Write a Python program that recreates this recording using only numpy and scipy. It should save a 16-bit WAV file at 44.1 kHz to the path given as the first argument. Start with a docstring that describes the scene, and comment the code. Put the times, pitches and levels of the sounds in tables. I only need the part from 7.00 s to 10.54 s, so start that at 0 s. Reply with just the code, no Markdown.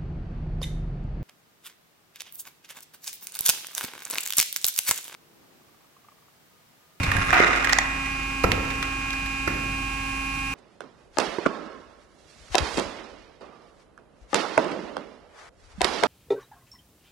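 """A piston pump whines over a motor hum, and at once the frame bumps and fibres crack: a hydraulic
log splitter presses a log through its steel knives, heard in stereo with the workshop around it.
The power unit is summed tones and filtered noise. Wood clacks on the knives, a billet clangs on the
steel frame and split pieces drop to the floor: each blow is a short noise burst, filtered or with
decaying resonances. A diffuse noise tail gives the room."""
import sys
import numpy as np
from scipy import signal
from scipy.fft import rfft, irfft
from scipy.io import wavfile

SR = 44100
rng = np.random.default_rng(int(sys.argv[2]) if len(sys.argv) > 2 else 0)


def dump(signal):
    """Clip the signal to [-1, 1] and save it as 16-bit WAV at the path in sys.argv[1]."""
    limited = np.clip(np.atleast_2d(signal).T, -1, 1)
    pcm = np.round(limited * 32767).astype(np.int16)
    wavfile.write(sys.argv[1], SR, pcm)


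N = 156114
T = np.arange(N) / SR

# In every table, left-right dB is the left side's level over the right's.
# How alike the two sides are. Each row: frequency in Hz, likeness from 0 to 1.
LIKENESS = [(50, 1), (130, 0.97), (260, 0.96), (500, 0), (1000, 0.95), (2000, 0), (12000, 0)]
PAN_ABOVE_HZ = 240

# Workshop decay. Each row: frequency in Hz, time to fall 60 dB in seconds.
ROOM_T60 = [(80, 0.84), (250, 1), (700, 1), (2000, 0.98), (4500, 0.21), (12000, 0.17)]
ROOM_BUILD_S = .006
# Room sends against the direct sound.
CLACK_WET_DB, CRACK_WET_DB, DROP_WET_DB, BUMP_WET_DB, CLANG_WET_DB = -4.5, -4, -4, -0.5, 5.5

# Pump harmonics. Each row: multiple of the piston rate, level in dB, left-right in dB.
PUMP_HARMONICS = [(1, -40.5, -0.5), (2, -62, -27), (3, -49, 25), (4, -38.5, -12), (5, -50, -13),
                  (6, -43.5, -3), (7, -67, 32), (8, -44.5, -1.5), (9, -34, -3.5), (10, -40, -58),
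                  (11, -49.5, -7.5)]
PUMP_HZ, PISTONS, PUMP_WANDER = 271.05, 9, .0003  # piston rate; wander as a share of it
PUMP_FLUTTER_DB, PUMP_SPREAD_RAD = 0.8, 1.0
PULSE_SCATTER_RAD = 1.08  # how far the harmonics stray from one sharp piston pulse
WHINE_DB, WHINE_DB_PER_OCT, WHINE_SCATTER_DB = -58.5, -5, 3  # harmonics above the table
# Motor and other steady tones. Each row: frequency in Hz, level in dB, left-right in dB.
HUM_TONES = [(49.7, -38.5, 0), (790, -51, -6), (2538, -49.5, -8), (8402, -63, 12)]
# Colour of the shaft orders. Each row: frequency in Hz, relative level in dB.
SHAFT_COLOUR = [(100, -57), (300, -11), (600, 1), (900, -7), (2000, 2), (2600, 10), (3200, 17), (7000, -14),
                (14000, -15)]
SHAFT_DB = -21  # against the flow noise
# Colour of oil flow, fan and casing before the rumble cut. Each row: frequency in Hz, relative dB per Hz.
FLOW_COLOUR = [(25, 19), (45, 9.5), (80, 3.5), (135, 1.5), (200, -4.5), (300, -3.5), (480, -17), (680, -18),
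               (900, -10), (1300, -13), (2000, -7.5), (2650, -3.5), (3150, -16), (5500, -17.5), (7300, -19),
               (8700, -25.5), (10300, -24), (12000, -30.5), (15000, -40)]
FLOW_DB, FLOW_PAN_DB, RUMBLE_CUT_HZ = -36.5, -1, 70
# Thin hiss of the valve. Each row: time in seconds, level in dB.
VALVE_LEVEL = [(0, -57), (.28, -47.5), (.4, -102), (2.4, -66), (2.8, -59), (3.54, -53.5)]
VALVE_HZ, VALVE_WIDTH_HZ = 10060, 580

# Floor and frame rumble. Each row: start in seconds, starting level in dB.
RUMBLES = [(0, -35), (1.445, -27.5), (2.475, -32.5)]
# Colour of that rumble. Each row: frequency in Hz, relative level in dB.
RUMBLE_COLOUR = [(30, -20.5), (90, 5.5), (170, -4.5), (300, -7), (600, -12), (2000, -40.5)]
RUMBLE_T60_S = 1.5

# Modes of the steel frame. Each row: frequency in Hz, level in dB before the trim, 60 dB decay in seconds.
FRAME_MODES = [(339, -29, 1), (700, -37, 1), (754, -38, 1.2), (940, -36, 1.1), (1233, -28, 1.5),
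               (1396, -30, 1.3), (1470, -28.5, 1.2), (1678, -31, 1.3), (1805, -32, .9), (1880, -32, 1.1),
               (1965, -28.5, 1.2), (2068, -29, 1.2), (2250, -36, 1.1), (2363, -31, .5)]
FRAME_TRIM_DB, FRAME_PAN_DB = -0.5, -5

HIT_S = .01  # a blow of 0 dB has the energy of a sound of rms 1 this long
CONTACT_RISE_S = 0.00011
RING_RISE_S, RING_SPREAD_RAD = .0012, 0.51  # the spread is reached at 1 kHz, less below

# The frame bumps as the log gives. Each row: start in seconds, level in dB, pitch in Hz.
BUMPS = [(.004, -23, 101), (0.038, -27.5, 124), (0.08, -20.5, 86), (0.114, -32, 110), (0.151, -22, 107),
         (0.18, -22.5, 83), (0.305, -35, 65), (1.444, -17, 68.4), (1.523, -28, 107)]
# Colour of a bump's rumble. Each row: frequency in Hz, relative level in dB.
BUMP_COLOUR = [(25, 4), (55, -5.5), (85, 0), (160, 3), (240, -9), (400, -13), (900, -9.5), (3000, -75),
               (12000, -76)]
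BUMP_S, BUMP_RUMBLE_DB = 0.0077, -3.5  # decay constant; rumble against the swing

# Pieces land. Each row: start in seconds, level in dB, left-right in dB, contact decay in seconds,
# thud in dB against the contact, thud in Hz, ring in dB against the contact, ring in Hz.
DROPS = [(0.402, -13.5, -9, 0.0023, 4.5, 423, 5.5, 2077), (1.4404, -15.5, -5, 0.0022, 1.5, 460, 0.5, 1313),
         (1.4444, -17, -8, 0.0037, 0.5, 440, -1, 1373), (2.4756, -19, -6.5, 0.0095, -1.5, 302, -6, 1390)]
# Colour of the landing contact. Each row: frequency in Hz, relative level in dB.
DROP_COLOUR = [(30, -1), (80, 8), (200, 2.5), (350, 5.5), (550, 3.5), (720, -4), (950, 5), (1350, -1),
               (1700, 9), (2300, 4.5), (3100, -15.5), (5500, -10), (9000, -26), (12000, -16.5),
               (15000, -44)]
THUD_SHARE, KNOCK_RING_S = 0.53, 0.003  # thud decay against the contact's; decay of the upper ring

# Wood strikes the frame. 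Each row: start in seconds, level in dB, left-right in dB, decay in seconds.
CLANGS = [(0.3287, -14, -3, 0.0095), (0.3392, -23.5, -2, 0.0033), (0.344, -23.5, 7, 0.0063)]
# Colour of a clang. Each row: frequency in Hz, relative level in dB.
CLANG_COLOUR = [(60, -25), (220, 0.5), (330, -3), (500, -9), (750, 7.5), (1050, -0.5), (1420, 10.5),
                (1700, -1), (2050, 8.5), (2650, 3.5), (3200, -11), (5500, -18), (12000, -28)]

# Fine crackle of tearing fibres. Each row: time in seconds, level in dB.
TEARING_LEVEL = [(0, -32), (.28, -28.5), (.42, -22), (.75, -28), (.9, -36.5), (1.5, -48), (1.72, -40),
                 (1.95, -43.5), (2.15, -47), (2.4, -47), (3.54, -56)]
# Colour of the crackle. Each row: frequency in Hz, relative level in dB.
FIBRE_COLOUR = [(100, -17.5), (350, 5), (550, 0), (900, 0.5), (1500, 6), (2400, 2), (3200, -8),
                (5500, -15.5), (8000, -24.5), (15000, -47)]
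FIBRE_S, FIBRES_PER_S = 0.0026, 290  # decay of one snap; rate before clumping
FIBRE_SPREAD_DB, FIBRE_CLUMP_DB, CLUMP_HZ = 2.5, 3, 14

# Larger fibres snap. Each row: start in seconds, level in dB, left-right in dB, decay in seconds.
CRACKS = [(0.032, -23.5, -2, 0.014), (0.342, -29, -1, 0.0044), (0.475, -30, -2, 0.0039),
          (.56, -28.5, 0, 0.012), (1.4364, -28, -21, 0.0027), (1.5176, -19, -3.5, 0.0026),
          (1.703, -31, -10, 0.0085), (1.827, -27, 2, 0.0048), (2.105, -32.5, 3, 0.0027),
          (2.13, -34, -7, 0.0074), (2.26, -33.5, -5, 0.005)]
# Colour of a snap. Each row: frequency in Hz, relative level in dB.
CRACK_COLOUR = [(100, -11), (600, -3), (1300, -2), (2200, 14), (3000, 1), (3900, 3), (5500, -3), (7500, -8),
                (11000, -14), (15000, -19)]

# Wood clacks on knives and table. Each row: start in seconds, level of the ring in dB,
# bright edge in dB against the ring, left-right in dB, ring decay in seconds, pitch in Hz.
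CLACKS = [(0.1157, -21, -31, -4.5, 0.0029, 1814), (0.1184, -26.5, -22, -5, 0.0045, 1160),
          (0.166, -22.5, -28, -8, 0.005, 1643), (0.188, -34, -12, 2, 0.0018, 1640),
          (0.228, -34, -24, -6, 0.0028, 1540), (0.3056, -23.5, -10.5, -14, 0.0014, 1700),
          (0.645, -21, -13.5, -3, 0.0028, 1890), (0.6477, -22, -32, -13, 0.0049, 1615),
          (0.694, -19.5, -25, -0.5, 0.0058, 1900), (0.7255, -20, -8, -17, 0.0072, 1750),
          (0.731, -17, -2, -3.5, 0.0028, 1930), (0.767, -32, -22, -11, 0.002, 1700),
          (0.7864, -17, -1, -2, 0.0032, 1930), (1.06, -30.5, -20, -17, 0.0037, 2020),
          (1.8257, -29.5, -17, -11, 0.0012, 1820), (1.829, -34, -24, -10, 0.0046, 1330),
          (2.133, -33, -13, -6, 0.0056, 1630)]
# Colour of the bright edge. Each row: frequency in Hz, relative level in dB.
CLACK_EDGE_COLOUR = [(100, 2.5), (500, -9), (780, 9.5), (1100, 3), (1600, -10), (2600, -22), (3600, 2.5),
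                     (5200, 4), (7600, 2), (9000, -12), (15000, -62)]
CLACK_WIDTH_HZ, CLACK_RASP_DB = 600, -2  # rough share of the ring
EDGE_SHARE = 0.44  # decay of the edge against that of the ring

TOP_STOP_HZ = 16200


def from_db(db):
    """Decibels to gain."""
    return 10 ** (np.asarray(db) / 20)


def rms_one(x):
    """Scale to rms 1."""
    return x / np.sqrt(np.mean(x ** 2) + 1e-20)


def unit_hit(x):
    """Scale a blow to the energy of a short stereo sound of rms 1."""
    return x / np.sqrt(np.sum(x ** 2) / (2 * HIT_S * SR))


def at_hz(points, hz):
    """Read a table over log frequency."""
    f, v = np.transpose(points)
    return np.interp(np.log(np.maximum(hz, 1)), np.log(f), v)


def level_over_time(points):
    """Gain along the scene from a table of times and decibels."""
    return from_db(np.interp(T, *np.transpose(points)))


def scatter(size=None):
    """Even chance between minus one and one."""
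    return rng.uniform(-1, 1, size)


def opposite_sides():
    """Plus one on one side and minus one on the other, by chance."""
    return rng.choice([-1, 1]) * np.array([[1], [-1]])


def drift(rate_hz):
    """Slow chance with spread 1: noise through two equal poles, drawn every 40 samples."""
    r = np.exp(-80 * np.pi * rate_hz / SR)
    noise = rng.standard_normal(N // 40 + 2002)
    slow = signal.lfilter([1], [1, -2 * r, r * r], noise)[2000:]  # drop the settling
    return np.interp(np.arange(N) / 40, np.arange(len(slow)), rms_one(slow))


def panned(db):
    """Left and right gains of constant power."""
    return rms_one(from_db(np.array([[db], [-db]]) / 2))


def placed(x, pan_db):
    """Pan everything but the bass."""
    bass = signal.sosfiltfilt(signal.butter(1, PAN_ABOVE_HZ, fs=SR, output="sos"), x)
    return bass + panned(pan_db) * (x - bass)


def coloured(x, spectrum):
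    """Causal (minimum-phase) filter with the given spectrum."""
    n = x.shape[-1]
    gain = from_db(at_hz(spectrum, np.fft.rfftfreq(n, 1 / SR)))
    cepstrum = irfft(np.log(gain), n)
    # Folding the cepstrum forward gives minimum phase.
    cepstrum[1:n // 2] *= 2
    cepstrum[n // 2 + 1:] = 0
    return irfft(rfft(x) * np.exp(rfft(cepstrum)), n)


def resonance(x, hz, width_hz):
    """One two-pole resonance."""
    r = np.exp(-np.pi * width_hz / SR)
    return signal.lfilter([1, 0, -1], [1, -2 * r * np.cos(2 * np.pi * hz / SR), r * r], x + 1e-18)


def diffuse(n):
    """White stereo noise whose sides are alike by frequency as the table says."""
    mid, side = rfft(rng.standard_normal((2, n)))
    alike = np.clip(at_hz(LIKENESS, np.fft.rfftfreq(n, 1 / SR)), -1, 1)
    both = np.sqrt(1 + alike) * mid + np.sqrt(1 - alike) * side * [[1], [-1]]
    return irfft(both, n) / np.sqrt(2)


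def swell_and_die(t, rise_s, decay_s):
    """Envelope of a blow: a quick rise and an exponential decay."""
    return np.exp(-t / max(decay_s, 1 / SR)) * (1 - np.exp(-t / rise_s))


def contact(decay_s, size=8192):
    """A rough contact: a sudden noise burst that dies within milliseconds."""
    return diffuse(size) * swell_and_die(T[:size], CONTACT_RISE_S, decay_s)


def ring(hz, decay_s, size=8192):
    """A resonance swells and dies; high ones reach the two sides further out of step."""
    t = T[:size]
    offset = RING_SPREAD_RAD * min(hz / 1000, 1) * opposite_sides()
    return unit_hit(swell_and_die(t, RING_RISE_S, decay_s) * np.sin(2 * np.pi * hz * t + offset))


def add(out, s, x):
    """Mix a sound in at a time in seconds."""
    i = max(int(s * SR), 0)
    out[:, i:i + x.shape[1]] += x[:, :N - i]


def workshop(x):
    """The room: a diffuse noise tail in nine bands that dies sooner in the treble."""
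    t, f = T[:SR], np.fft.rfftfreq(SR, 1 / SR)
    noise = rfft(diffuse(SR))
    centres, tail = np.geomspace(60, 15000, 9), 0
    for hz, share in zip(centres, np.eye(len(centres))):
        band = irfft(noise * at_hz(list(zip(centres, share)), f), SR)
        tail = tail + band * from_db(-60 * t / at_hz(ROOM_T60, hz))
    tail = tail * (1 - np.exp(-t / ROOM_BUILD_S))
    # Scale by the energy of the mid-range decay.
    tail /= np.sqrt(np.sum(from_db(-60 * t / ROOM_T60[2][1]) ** 2))
    return signal.fftconvolve(x, tail, axes=1)[:, :N]


def pump_tone(phase, db, pan_db, spread):
    """A pump harmonic that flutters and reaches the two sides out of step."""
    offset = spread / 2 * opposite_sides()
    gain = from_db(db + PUMP_FLUTTER_DB * drift(1.13)) * panned(pan_db)
    return gain * np.cos(phase + PULSE_SCATTER_RAD * scatter() + offset)


def pump_whine(phase):
    """Piston strokes make harmonics of one wandering rate, falling away up to the 32nd."""
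    out = np.zeros((2, N))
    for k, (_, db, pan) in enumerate(PUMP_HARMONICS, 1):
        out += pump_tone(k * phase, db, pan, PUMP_SPREAD_RAD * min(k / 2, 1))
    top = len(PUMP_HARMONICS)
    for k in range(top + 1, 33):
        db = WHINE_DB + WHINE_DB_PER_OCT * np.log2(k / top) + WHINE_SCATTER_DB * scatter()
        out += pump_tone(k * phase, db, FLOW_PAN_DB, PUMP_SPREAD_RAD)
    return out


def motor_hum():
    """Steady sines of the motor and other tones."""
    out = np.zeros((2, N))
    for hz, db, pan in HUM_TONES:
        out += from_db(db) * placed(np.sin(2 * np.pi * hz * T + rng.uniform(0, 2 * np.pi)), pan)
    return out


def shaft_orders(phase):
    """One turn of coloured noise, repeated with the shaft, sounds between the piston harmonics."""
    turn = rms_one(coloured(diffuse(round(SR * PISTONS / PUMP_HZ)), SHAFT_COLOUR))
    angle = phase / (2 * np.pi * PISTONS) % 1
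    return np.array([np.interp(angle, np.linspace(0, 1, len(side)), side) for side in turn])


def oil_flow():
    """Oil flow, fan and casing: coloured noise with its rumble cut."""
    rumble_cut = signal.butter(2, RUMBLE_CUT_HZ, "high", fs=SR, output="sos")
    return rms_one(signal.sosfilt(rumble_cut, coloured(diffuse(N), FLOW_COLOUR)))


def valve_hiss():
    """Noise through one high resonance, its level following the table."""
    return level_over_time(VALVE_LEVEL) * rms_one(resonance(diffuse(N), VALVE_HZ, VALVE_WIDTH_HZ))


def power_unit():
    """Pump and shaft turn on one phase, with motor hum, oil flow and valve hiss."""
    phase = 2 * np.pi * np.cumsum(PUMP_HZ * (1 + PUMP_WANDER * drift(1.6))) / SR
    tones = np.sqrt(2) * (pump_whine(phase) + motor_hum())  # table levels are rms
    flow = oil_flow() + from_db(SHAFT_DB) * shaft_orders(phase)
    return tones + from_db(FLOW_DB) * placed(flow, FLOW_PAN_DB) + valve_hiss()


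def rumbles():
    """Floor and frame rumble on in low noise that fades from each start."""
    out, t = np.zeros((2, N)), T[:SR]
    for s, db in RUMBLES:
        fade = from_db(db - 60 * t / RUMBLE_T60_S)
        add(out, s, fade * rms_one(coloured(diffuse(SR), RUMBLE_COLOUR)))
    return out


def frame_ring():
    """The steel frame's modes ring on as decaying sines from the first clang."""
    out, t = np.zeros((2, N)), T[:2 * SR]
    for hz, db, t60 in FRAME_MODES:
        phase = rng.uniform(0, 2 * np.pi) + scatter(size=(2, 1))
        fade = from_db(FRAME_TRIM_DB + db - 60 * t / t60)
        add(out, CLANGS[0][0], fade * np.sin(2 * np.pi * hz * t + phase))
    return panned(FRAME_PAN_DB) * out


def bumps():
    """Low jolts of the machine: a swing or two under a short rumble."""
    out = np.zeros((2, N))
    for s, db, hz in BUMPS:
        rumble = unit_hit(coloured(contact(BUMP_S), BUMP_COLOUR))
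        add(out, s, from_db(db) * unit_hit(ring(hz, BUMP_S) + from_db(BUMP_RUMBLE_DB) * rumble))
    return out


def drops():
    """Pieces land with a rough contact, a hollow thud and a short woody ring."""
    out = np.zeros((2, N))
    for s, db, pan, decay, thud_db, thud_hz, ring_db, ring_hz in DROPS:
        rough = unit_hit(coloured(contact(decay), DROP_COLOUR))
        thud = from_db(thud_db) * ring(thud_hz, THUD_SHARE * decay)
        knock = from_db(ring_db) * ring(ring_hz, KNOCK_RING_S)
        add(out, s, from_db(db) * placed(unit_hit(rough + thud + knock), pan))
    return out


def coloured_blows(rows, colour):
    """Blows that are each one coloured burst of contact noise."""
    out = np.zeros((2, N))
    for s, db, pan, decay in rows:
        add(out, s, from_db(db) * panned(pan) * unit_hit(coloured(contact(decay), colour)))
    return out


def clangs():
    """A quick run of blows of wood on the steel."""
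    return coloured_blows(CLANGS, CLANG_COLOUR)


def crackle():
    """Single fibres give way in uneven clumps, each with a short rasp."""
    size_db = FIBRE_SPREAD_DB * np.minimum(rng.exponential(1, N), 3)
    sizes = from_db(size_db) * rng.choice([-1, 1], (2, N))
    born = rng.random(N) < FIBRES_PER_S * from_db(FIBRE_CLUMP_DB * drift(CLUMP_HZ)) / SR
    snaps = signal.fftconvolve(sizes * born, contact(FIBRE_S), axes=1)[:, :N]
    return level_over_time(TEARING_LEVEL) * rms_one(coloured(snaps, FIBRE_COLOUR))


def cracks():
    """Short bright snaps of tearing fibres."""
    return coloured_blows(CRACKS, CRACK_COLOUR)


def clacks():
    """Each knock rings a resonance of the wood, set by where it is struck, under a bright edge."""
    out = np.zeros((2, N))
    for s, db, edge_db, pan, decay, hz in CLACKS:
        rasp = unit_hit(resonance(contact(decay), hz, CLACK_WIDTH_HZ))
        edge = unit_hit(coloured(contact(EDGE_SHARE * decay), CLACK_EDGE_COLOUR))
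        wood = unit_hit(ring(hz, decay) + from_db(CLACK_RASP_DB) * rasp)
        add(out, s, from_db(db) * panned(pan) * (wood + from_db(edge_db) * edge))
    return out


def scene():
    """The power unit and all the blows, with the room around the blows."""
    blows = [(bumps(), BUMP_WET_DB), (drops(), DROP_WET_DB), (clangs(), CLANG_WET_DB),
             (cracks() + crackle(), CRACK_WET_DB), (clacks(), CLACK_WET_DB)]
    direct = sum(x for x, _ in blows)
    room = workshop(sum(from_db(wet_db) * x for x, wet_db in blows))
    return power_unit() + rumbles() + frame_ring() + direct + room


def record(dry):
    """Peaks stop at full scale, then the top is cut by 70 dB."""
    top_cut = signal.cheby2(14, 70, TOP_STOP_HZ, fs=SR, output="sos")
    return signal.sosfilt(top_cut, np.clip(dry, -1, 1))


dry = scene()
out = record(dry)
dump(out)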